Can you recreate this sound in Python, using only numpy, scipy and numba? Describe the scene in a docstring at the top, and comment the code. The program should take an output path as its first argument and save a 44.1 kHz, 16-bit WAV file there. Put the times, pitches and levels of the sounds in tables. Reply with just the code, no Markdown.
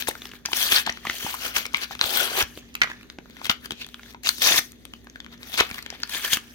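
"""Hands tear the card backing off a stiff plastic pack, a hand's width from a two-port microphone.
Tearing is thousands of tiny fibre clicks a second, following curves for rips, scuffs and rustle.
Creases and plastic snap as short rings with splinters and a dull flap; soft thumps knock the pack.
Around it a small furnished room adds thin reflections, shaped noise for its air, and a low appliance hum."""
import sys
import numpy as np
from scipy import signal
from scipy.fft import rfft, irfft
from scipy.io import wavfile
from scipy.ndimage import uniform_filter1d
from numba import njit

SR = 44100
rng = np.random.default_rng(int(sys.argv[2]) if len(sys.argv) > 2 else 0)


def waveform_to_disk(signal):
    """Save audio, clipped to [-1, 1], as 16-bit WAV at the path in sys.argv[1]."""
    frames = np.transpose(np.atleast_2d(signal))
    scaled = np.clip(frames, -1, 1) * 32767
    samples = np.round(scaled).astype(np.int16)
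    wavfile.write(sys.argv[1], SR, samples)


def makeup_ratio(level_db):
    """Linear amplitude ratio for a level in decibels (20 dB per factor of ten)."""
    decades = np.asarray(level_db, float) / 20
    return 10 ** decades


N = 288766
T = np.arange(N) / SR


def on_log(hz, table):
    """Reads a (Hz, value) table on a log-frequency axis, since pitch is heard in ratios."""
    table_hz, value = np.transpose(table)
    return np.interp(np.log(np.maximum(hz, 1)), np.log(table_hz), value)


def table_at(table, s):
    """Reads the columns of a curve at times s, in straight lines between its rows."""
    rows = np.array(table)
    return [np.interp(s, rows[:, 0], column) for column in rows[:, 1:].T]


def walk(rate):
    """Wanders at random: levels held 1 / rate s, then smoothed twice; spread near 1."""
    k = int(SR / rate)
    steps = np.repeat(rng.standard_normal(N // k + 1), k)
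    return 1.143 * uniform_filter1d(uniform_filter1d(steps, k), k)[:N]


def part_shares(hz):
    """How far a pitch belongs to the card's flexing, its panel, the torn edge and the fine fibres."""
    above = [np.clip(.5 + np.log2(hz / f) / .3, 0, 1) for f in (1050, 2350, 4500, 7500)]
    return 1 - above[0], above[0] - above[1], above[2] - above[3], above[3]


# How the pack is held.
# Each row: time in seconds, low resonance in Hz, middle resonance in Hz, lean to the left port in dB.
HOLD_CURVE = [(0, 1650, 3900, 8.5), (.196, 1730, 3390, 2), (.95, 1670, 3340, 5.5), (1.05, 1950, 3270, 2.5),
              (1.402, 1440, 3090, 5), (2.0, 1680, 3530, 5.5), (2.202, 1470, 3210, 6.5),
              (2.75, 1880, 3200, -.5), (3.12, 1660, 3820, 1.5), (3.45, 1510, 3380, 6),
              (3.994, 1850, 3370, 2.5), (4.2, 1710, 3650, 5), (4.6, 1870, 3470, 3.5),
              (5.5, 1820, 3450, 4.5), (6.432, 1680, 3240, 2.5), (6.548, 1700, 3340, -2)]


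def hold_at(s):
    """Resonances and direction of the pack at times s, as the hold on it changes."""
    return table_at(HOLD_CURVE, s)


@njit
def add_rings(out, start, hz, t60, size):
    """Adds one ring per grain that swells briefly and dies, starting between samples."""
    for k in range(len(start)):
        w = complex(-np.log(1000) / t60[k], 2 * np.pi * hz[k]) / SR
        first = max(int(np.ceil(start[k])), 0)
        age = first - start[k]
        # scaled so that the swell peaks at size
        z = -np.e * w.real * size[k] * np.exp(w * age)
        turn = np.exp(w)
        for j in range(first, min(first + int(1.2 * t60[k] * SR), len(out))):
            out[j] += z.imag * age
            z *= turn
            age += 1


def grains(s, hz, t60, db, place):
    """Both ports hear each grain; its spot on the card sets the level difference and the lag."""
    pan_db = hold_at(s)[2]
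    # lag of the second port in samples; below zero it hears the grain first
    lag = np.clip(-9 + 4 * pan_db, -19, 8) + 2.5 * place
    side_db = (pan_db + 6.5 * place + 1.48 * np.log2(hz / 3000)) / 2
    out = np.zeros((2, N))
    hz = np.minimum(hz, .45 * SR)
    add_rings(out[0], s * SR, hz, t60, makeup_ratio(db + side_db))
    add_rings(out[1], s * SR + lag, hz, t60, makeup_ratio(db - side_db))
    return out


# Faint rustle of the pack in the hands; the ticks follow it too.
# Each row: time in seconds, level in dB, body (low part) in dB, treble in dB.
RUSTLE_CURVE = [(0, -53, -3, 3), (.3, -58, 2, -4), (.437, -71, 5, -5), (.92, -51, -8, -9),
                (1.7, -53.5, -1, -10), (1.95, -59, -5, -2), (2.5, -58, 2, 1), (2.79, -62, -2, -12),
                (2.95, -57.5, 6.5, -5), (3.177, -72, 2, -5), (3.42, -53, 2, -7), (3.56, -63.5, -15, -6),
                (4.0, -58.5, -4, -6), (4.22, -73, -4, -9), (4.86, -65.5, -2, -2.5), (5.37, -66.5, 2, -11),
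                (5.9, -55.5, 2, -10), (6.55, -57.5, 1, 0)]
# Long rips through the card, one curve each.
# Each row: time in seconds, level in dB, body (low part) in dB, treble in dB.
RIP_CURVES = [
    [(.47, -55, -2, -4), (.57, -29, -6.5, 1.5), (.698, -28.5, -7, -3.5), (.726, -22.5, -3, -1),
     (.77, -20.5, -5, -9.5), (.793, -26, -0.5, -2), (.84, -52, 4, 1)],
    [(1.017, -54, -3, -13), (1.065, -39, -3, -9.5), (1.181, -43, -4, 2.5), (1.292, -37, 0.5, -1.5),
     (1.379, -44.5, -3, -1), (1.464, -33, -1, -3.5), (1.529, -49, 1.5, -2), (1.568, -27, -1, -1.5),
     (1.665, -55, -4, -4)],
    [(1.99, -52, 3, -8), (2.022, -33, 0, -4.5), (2.086, -34.5, -6.5, -1), (2.205, -26.5, -4, -4),
     (2.308, -39, -0.5, -1), (2.409, -23.5, 2, -3.5), (2.448, -52, 2, 0)],
    [(4.225, -65, -3, -8), (4.249, -34.5, -2, -9), (4.283, -31, -16, -1), (4.322, -50.5, -25, 5),
     (4.39, -45.5, -16, 0), (4.426, -25, -5.5, -2), (4.474, -21.5, -5.5, -5.5), (4.551, -27.5, -2, -1.5),
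     (4.584, -24.5, -6.5, 0.5), (4.61, -48, -11, 5), (4.748, -72, 6, 7)],
    [(5.39, -62, 3, -6), (5.423, -52, 0, -3), (5.519, -49.5, -3, -2), (5.542, -34, -10, -6),
     (5.569, -39, -12, -6), (5.592, -21, 1, -12), (5.658, -48, 4.5, -7), (5.785, -45, -3, -4.5),
     (5.834, -66, -5, -6)],
    [(6.076, -57, 5, -10), (6.099, -42.5, -9, -2), (6.158, -34, 1.5, -3), (6.221, -40.5, -4, 1),
     (6.246, -30.5, -2, -2.5), (6.29, -40.5, 4, 2.5), (6.336, -25, -7, 0.5), (6.384, -48.5, 0, -2),
     (6.47, -74, -3, -3)],
]
# How the parts of the card stand out, one row per rip.
# Each row: lift of the whole card's flexing in dB, lift of the torn edge in dB.
RIP_LIFTS = [(-2.5, -2.5), (1.5, -.7), (6.5, -2.5), (1.5, 3.5), (1.5, -1.5), (-2.5, -.7)]
# Short scuffs of fingers and card.
# Each row: time of full level in seconds, rise in seconds, level in dB, body in dB, treble in dB.
SCUFF_ROWS = [(0., .01, -34.5, -6, -1.5), (.078, 0.013, -31, -12, -4), (.259, 0.11, -51.5, -2, -1),
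              (.349, 0.037, -49, -2, -4), (0.458, .012, -44.5, 2, -12), (.877, 0.043, -35.5, 0, -16),
              (1.748, .02, -38, -6, -10), (1.83, 0.1, -35, -1, -7.5), (1.916, 0.022, -38, -2.5, -10),
              (2.582, 0.076, -52.5, -11, 0.5), (2.756, 0.034, -54, -5, -6.5), (2.822, .005, -34, 4, -15),
              (2.9, .1, -47.5, 9, -9), (3.454, .035, -37, -12, -7), (3.497, .006, -30, -3.5, -7.5),
              (3.648, 0.051, -48.5, 7.5, -1), (3.716, 0.017, -46, -4, -9), (3.813, 0.061, -38.5, -12, -13),
              (4.1, 0.22, -51.5, -2.5, -3.5), (5.329, 0.028, -48.5, 2.5, -13),
              (5.941, 0.089, -48.5, 1, -13), (6.03, .06, -49, -3, -8)]


def effort():
    """Level of tearing and of its flex, panel, edge and fibre parts: rips and scuffs add to the rustle."""
    t = np.arange(0, N / SR, 1 / 1000)
    layers = [(*table_at(RUSTLE_CURVE, t), 0, 0)]
    for rip, lifts_db in zip(RIP_CURVES, RIP_LIFTS):
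        db, body_db, treble_db = table_at(rip, t)
        inside = (t > rip[0][0]) & (t < rip[-1][0])
        layers.append((np.where(inside, db, -200), body_db, treble_db, *lifts_db))
    rise_db, hold_s, fall_db_per_s = 20.5, .01, 750.
    for s, rise_s, db, body_db, treble_db in SCUFF_ROWS:
        before_db = rise_db * np.maximum(s - t, 0) / rise_s
        after_db = fall_db_per_s * np.maximum(t - s - hold_s, 0)
        layers.append((db - before_db - after_db, body_db, treble_db, 0, 0))
    power = [makeup_ratio(2 * layer[0]) for layer in layers]
    total = sum(power)
    # the stronger layer decides the colour
    body_db, treble_db, flex_db, edge_db = (
        sum(p * layer[k] for p, layer in zip(power, layers)) / total for k in (1, 2, 3, 4))
    # flexing follows the body, the torn edge follows the treble
    flex_db = flex_db - 11.5 + .39 * body_db
    edge_db = edge_db - 1.5 + .5 * treble_db
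    return np.transpose([t, 10 * np.log10(total), flex_db, body_db, edge_db, treble_db])


# Size of a fibre's click by its pitch.
# Each row: pitch in Hz, level in dB.
FIBRE_CLICKS = [(250, 6), (450, 3), (800, 5), (1200, 0), (1900, 0), (2450, 7), (3400, -0.5), (4400, 8.5),
                (6300, 0), (7200, 3.5), (8200, 3), (11000, 7), (15000, 13), (16500, -7)]


def tearing(work):
    """Thousands of fibres part each second, in uneven patches; each answers at its own pitch."""
    fibres_per_s = 22000
    count = int(fibres_per_s * N / SR)
    when, pitch, size = rng.random((count, 3)).T
    s = when * (N - 1) / SR
    hz = 300 * (16500 / 300) ** np.sqrt(pitch)
    level_db, *parts_db = table_at(work, s)
    shares = part_shares(hz)
    db = level_db - 13.5 + on_log(hz, FIBRE_CLICKS)
    for share, part_db in zip(shares, parts_db):
        db = db + share * part_db
    # the finest fibres are the most alike in size
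    spread_db = 3.0 * (1 - .5 * shares[3])
    db = db - spread_db * np.log(1.002 - size)
    # the rip stutters as a whole, and its colour shifts from one third-octave to the next
    i = (s * SR).astype(int)
    zone = (3 * np.log2(hz / 300)).astype(int)
    db = db + 1.14 * walk(110)[i]
    db = db + 2.5 * walk(35)[(i + zone * SR // 3) % N]
    # now and then a bundle of fibres lets go together: a tiny crackle over all pitches
    db = db + 5. * np.clip(walk(500)[i] - 1, 0, 1.4)
    # the card's resonances lengthen and lift the clicks near them; the last one is fixed
    width_oct, lift_db, stretch = .14, 3, 2.2
    resonances = (*hold_at(s)[:2], 6110)
    near = sum(np.exp(-(np.log2(hz / f) / width_oct) ** 2) for f in resonances)
    t60 = .0028 * np.sqrt(3000 / hz) * (1 + stretch * near)
    return grains(s, hz, t60, db + lift_db * near, rng.standard_normal(count))


# Room air, as a noise spectrum before its overall level is set.
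# Each row: frequency in Hz, relative level in dB.
AIR_SPECTRUM = [(18, -34), (30, 3), (64, 2), (153, 0), (245, 5), (526, -9), (1280, -30), (1910, -18),
                (2540, -32.5), (3490, -19), (5170, -36.5), (6380, -22), (8080, -42.5), (13000, -31),
                (16000, -42)]
# Appliance hum.
# Each row: frequency in Hz, level in dB.
HUM_TONES = [(59.5, -58), (120, -69.5), (240, -56), (269, -70.5), (404, -68)]


def air():
    """Room rumble and hiss, most alike at both ports in the bass, under a slightly wavering hum."""
    level_db, alike_hz = -53.5, 700
    hz = np.fft.rfftfreq(N, 1 / SR)
    mid, side = rfft(rng.standard_normal((2, N))) * makeup_ratio(on_log(hz, AIR_SPECTRUM))
    side = side * np.clip(hz / alike_hz, .5, 1.15)
    noise = irfft(np.array([mid + side, mid - side]), N)
    noise *= makeup_ratio(level_db + walk(5.75)) / noise.std()
    port_phase = np.array([[.25], [-.25]])
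    hum = 0
    for f, db in HUM_TONES:
        level = makeup_ratio(db + 1.2 * walk(11)) * np.sqrt(2)
        hum = hum + level * np.sin(2 * np.pi * f * T + port_phase + 1.04 * walk(20))
    return noise + hum


def room(x):
    """Short, thin reflections from desk and shelves: fading noise, different at each port."""
    t60_s, level_db, top_hz = .19, -16, 3730
    t = np.arange(int(.35 * SR)) / SR
    tail = rng.standard_normal((2, len(t))) * makeup_ratio(-60 * t / t60_s) * (t > .002)
    tail = signal.sosfilt(signal.butter(1, [300, top_hz], "band", fs=SR, output="sos"), tail)
    tail *= makeup_ratio(level_db) / np.sqrt(np.sum(tail ** 2, axis=1, keepdims=True))
    return signal.fftconvolve(x, tail, axes=1)[:, :N]


# Snaps of creases and plastic.
# Each row: time in seconds, level in dB, ring in Hz, treble crack in dB, dull flap in dB.
SNAP_ROWS = [(.022, -18.5, 3580, -31.5, -34.5), (.072, -21, 1650, -20.5, -9), (.083, -18, 790, 5.5, 2.5),
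             (.11, -26, 1830, -6, -36), (.152, -27.5, 1690, -15, -12), (.219, -28, 3730, -11, -4.5),
             (.254, -22.5, 3340, -16, -14.5), (.335, -32.5, 1630, -19.5, -4), (.453, -21, 2500, -14, -20),
             (.458, -13, 5470, -13, -21), (.486, -31, 880, -9, -7), (.517, -26, 1000, -2, -29),
             (.531, -8, 3240, -18.5, -18.5), (.565, -18.5, 6050, -8, -20), (.613, -20, 4330, -6.5, -17),
             (.72, -5, 3500, -19, -15), (.864, -15, 3970, -15.5, -13), (.869, -21.5, 1540, -16, -3),
             (.874, -18.5, 905, -31, -13), (.894, -13.5, 1980, -33.5, -12.5),
             (.899, -21.5, 5840, -14.5, -21), (.972, -29, 2220, -27, -8), (1.051, -20.5, 1040, -12, -9),
             (1.069, -17, 1930, -29, -8), (1.097, -11, 2070, -38.5, -22.5), (1.108, -25, 2600, -15, -10),
             (1.183, -29, 5900, 1, -8), (1.206, -30, 1550, -7, -16.5), (1.264, -22.5, 950, -9, -20),
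             (1.341, -23, 965, -1.5, -29.5), (1.348, -24.5, 1320, -2, -32), (1.463, -22.5, 1440, -2.5, -14),
             (1.553, -21, 3100, -20, -23), (1.563, -8.5, 2950, -12.5, -31), (1.654, -20, 2360, -17, -28),
             (1.663, -24.5, 5270, -4.5, -9), (1.739, -28, 1030, -6.5, 0.5), (1.745, -9, 2390, -39, -28),
             (1.769, -23.5, 4070, -4.5, -20), (1.909, -26, 820, -26, -10), (1.951, -25, 2500, -13, -9),
             (1.992, -24.5, 2880, -24, -18), (2.012, -5.5, 3930, -33.5, -17),
             (2.04, -14.5, 3080, -19.5, -12), (2.153, -16, 4670, -9.5, -14), (2.424, -12.5, 5670, -10, -16),
             (2.574, -30, 3100, -8, 5), (2.752, -18, 2520, -7.5, -46), (2.8165, -3, 2400, -21.5, -40),
             (2.8195, -5, 2080, -26, -30), (2.834, -10, 2000, -26, -21), (2.841, -18.5, 1290, -16, -20),
             (2.873, -29, 1550, -29, -9), (2.9, -26, 2030, -32, -10), (2.916, -27, 1830, -24.5, -19),
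             (3.011, -36.5, 2240, -18, -17), (3.1, -27, 3980, -20, -22), (3.186, -30, 1540, -29, 5.5),
             (3.257, -38.5, 880, -29, -4), (3.298, -40, 2000, -8.5, 0.5), (3.415, -28.5, 1010, -20.5, -25),
             (3.445, -22.5, 3740, -9, -15), (3.454, -17.5, 3300, -15.5, -21.5),
             (3.465, -21, 3200, -12, -12), (3.496, -5, 3220, -30, -14), (3.501, -12, 1450, -22, -14),
             (3.512, -17, 3000, -19.5, -25), (3.657, -24.5, 4300, -7, -9.5),
             (3.707, -19.5, 2960, -12.5, -7), (3.719, -23, 3580, -13.5, -2.5),
             (3.815, -28.5, 3140, -17.5, -10), (3.845, -31, 3460, -18.5, -7), (3.865, -33, 3450, -4, -8),
             (3.888, -35, 3650, -10, -9), (3.943, -29, 3240, -17.5, -16), (4.032, -33, 3100, -24, -19),
             (4.146, -28.5, 1010, -43, -29), (4.234, -29, 4610, -5, -18.5), (4.258, -24, 4820, -11, -30),
             (4.261, -17, 4860, -25.5, -41), (4.27, -10, 4140, -18.5, -30), (4.29, -5.5, 4520, -9, -30),
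             (4.382, -27, 4750, -2, -11), (4.419, -8.5, 3300, -9, -25.5), (4.468, -12, 4630, -5.5, -18.5),
             (4.519, -8.5, 3670, -25.5, -20.5), (4.542, -15, 2240, -7, -5), (4.576, -11.5, 4240, -5, -19),
             (4.587, -11.5, 1980, -3.5, -7.5), (4.719, -37.5, 6960, -1.5, -6.5),
             (4.852, -30.5, 3260, -4.5, -16.5), (4.936, -30.5, 3130, -15.5, -9.5),
             (5.07, -35, 1630, -38, -8), (5.098, -35.5, 6600, -21.5, -4.5), (5.158, -30.5, 1610, -21, -24),
             (5.202, -27.5, 3830, -20, -32), (5.245, -35, 3040, -15.5, -11), (5.263, -33, 2050, -27, -16),
             (5.43, -30, 4000, -17, -8), (5.54, -21, 3570, -12, -8), (5.554, -27, 3510, -17, -19),
             (5.576, -12, 4660, -13.5, -24.5), (5.581, -16, 4250, -4, -29), (5.601, -3, 3260, -20, -14),
             (5.605, -3, 1850, -22, -8), (5.701, -31, 1350, -6, -9), (5.712, -22.5, 2460, -15.5, -5.5),
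             (5.743, -22.5, 3100, -11, -25), (5.781, -26, 1930, -13.5, -13),
             (5.788, -24.5, 2120, -22, -16.5), (5.825, -29, 4530, -6, -20.5),
             (5.862, -23.5, 3300, -18.5, -15.5), (5.902, -21.5, 5100, -17, -14), (5.925, -34, 740, -30, -5),
             (5.949, -37, 920, -14, -12), (6.001, -33.5, 2520, -7, -1), (6.033, -12.5, 4700, -29, -47.5),
             (6.094, -22.5, 4100, -2.5, -39), (6.132, -28, 1740, -19, -27),
             (6.146, -19, 3300, -15.5, -10.5), (6.246, -14, 3130, -7, -41),
             (6.331, -8.5, 3200, -6.5, -35.5), (6.37, -16, 3060, -9, -4.5)]


def snaps(work):
    """A crease gives way: a close pair of short rings, a burst of splinters, a dull flap."""
    rows = np.vstack([SNAP_ROWS, ticks()])
    s, snap_db, ring_hz, crack_db, flap_db = (column[:, None] for column in rows.T)
    count = 24  # splinters in each snap
    when, pitch, size, place = np.moveaxis(rng.random((len(rows), count, 4)), 2, 0)
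    hz = 500 * (16000 / 500) ** ((np.arange(count) + pitch) / count)
    bass, _, _, treble = part_shares(hz)
    # splinters are strongest around the ring's pitch
    db = snap_db - 8.5 - 5.0 * (1 - treble) * np.abs(np.log2(hz / ring_hz))
    db = db + treble * (crack_db + 4.5) + bass * .47 * (flap_db - 4.5) + 3.77 * size
    # a snap with more crack, or amid harder tearing, breaks over a longer burst
    burst_s = .02 * np.exp(.02 * crack_db + .035 * table_at(work, s)[0])
    late = s + burst_s * when ** 1.5
    splinters = (late, hz, .0022 * np.sqrt(3000 / hz), db, 2 * place - 1)
    # the first ring of the pair is on time, the second a little late
    pair_s = s + (late[:, :2] - s) * np.arange(2)
    pair_hz = ring_hz * (1 + .2 * (pitch[:, :2] - .5))
    pair_db = snap_db - 6.0 + 0 * pair_hz
    pair = (pair_s, pair_hz, .0057 * np.sqrt(3000 / pair_hz), pair_db, place[:, :2] - .5)
    flap_hz = 220 * 2.7 ** pitch[:, 2:5]
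    dull_db = snap_db + flap_db - 12.5 + 0 * flap_hz
    flap = (late[:, 2:5], flap_hz, 3.5 / flap_hz, dull_db, place[:, 2:5] - .5)
    parts = (splinters, pair, flap)
    return grains(*(np.concatenate([part[k].ravel() for part in parts]) for k in range(5)))


def ticks():
    """Small snaps at random moments, louder where the rustle is louder, as rows like the snap table."""
    ticks_per_s = 7
    when, size, pitch, crack, flap = rng.random((int(ticks_per_s * N / SR), 5)).T
    s = when * (N - 1) / SR
    db = table_at(RUSTLE_CURVE, s)[0] + 19. - 4. * np.log(1.05 - size)
    return np.transpose([s, db, 1500 * 4.2 ** pitch, -24 * crack, -6 - 18 * flap])


# Hands knocking the pack.
# Each row: time in seconds, level in dB, pitch in Hz.
THUMP_ROWS = [(0.085, -51, 200), (0.721, -33, 141), (1.247, -24, 219), (1.566, -39, 70), (2.041, -34, 90),
              (2.426, -28.5, 70), (3.189, -41, 200), (5.603, -44, 200), (5.714, -31.5, 150),
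              (6.331, -28.5, 190)]


def thumps():
    """A soft fingertip pushes the whole pack: a low ring that dies within a cycle or two."""
    s, db, hz = np.transpose(THUMP_ROWS)
    return grains(s, hz, 1.5 / hz, db, rng.standard_normal(len(s)) / 2)


def scene():
    """The hands at work, their reflections, the room."""
    work = effort()
    pack = tearing(work) + snaps(work) + thumps()
    return pack + room(pack) + air()


def top_cut(x):
    """Nothing passes above the cut-off."""
    return signal.sosfilt(signal.butter(12, 16990, fs=SR, output="sos"), x)


def record(dry):
    """The recorder rounds the loudest peaks, then cuts the lowest bass and the top."""
    x = np.tanh(.71 * dry) / .68
    x = signal.sosfilt(signal.butter(2, 40., "high", fs=SR, output="sos"), x)
    x = signal.sosfilt(signal.ellip(8, .2, 60, 15900, fs=SR, output="sos"), x)
    return top_cut(x)


dry = scene()
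out = record(dry)
waveform_to_disk(out)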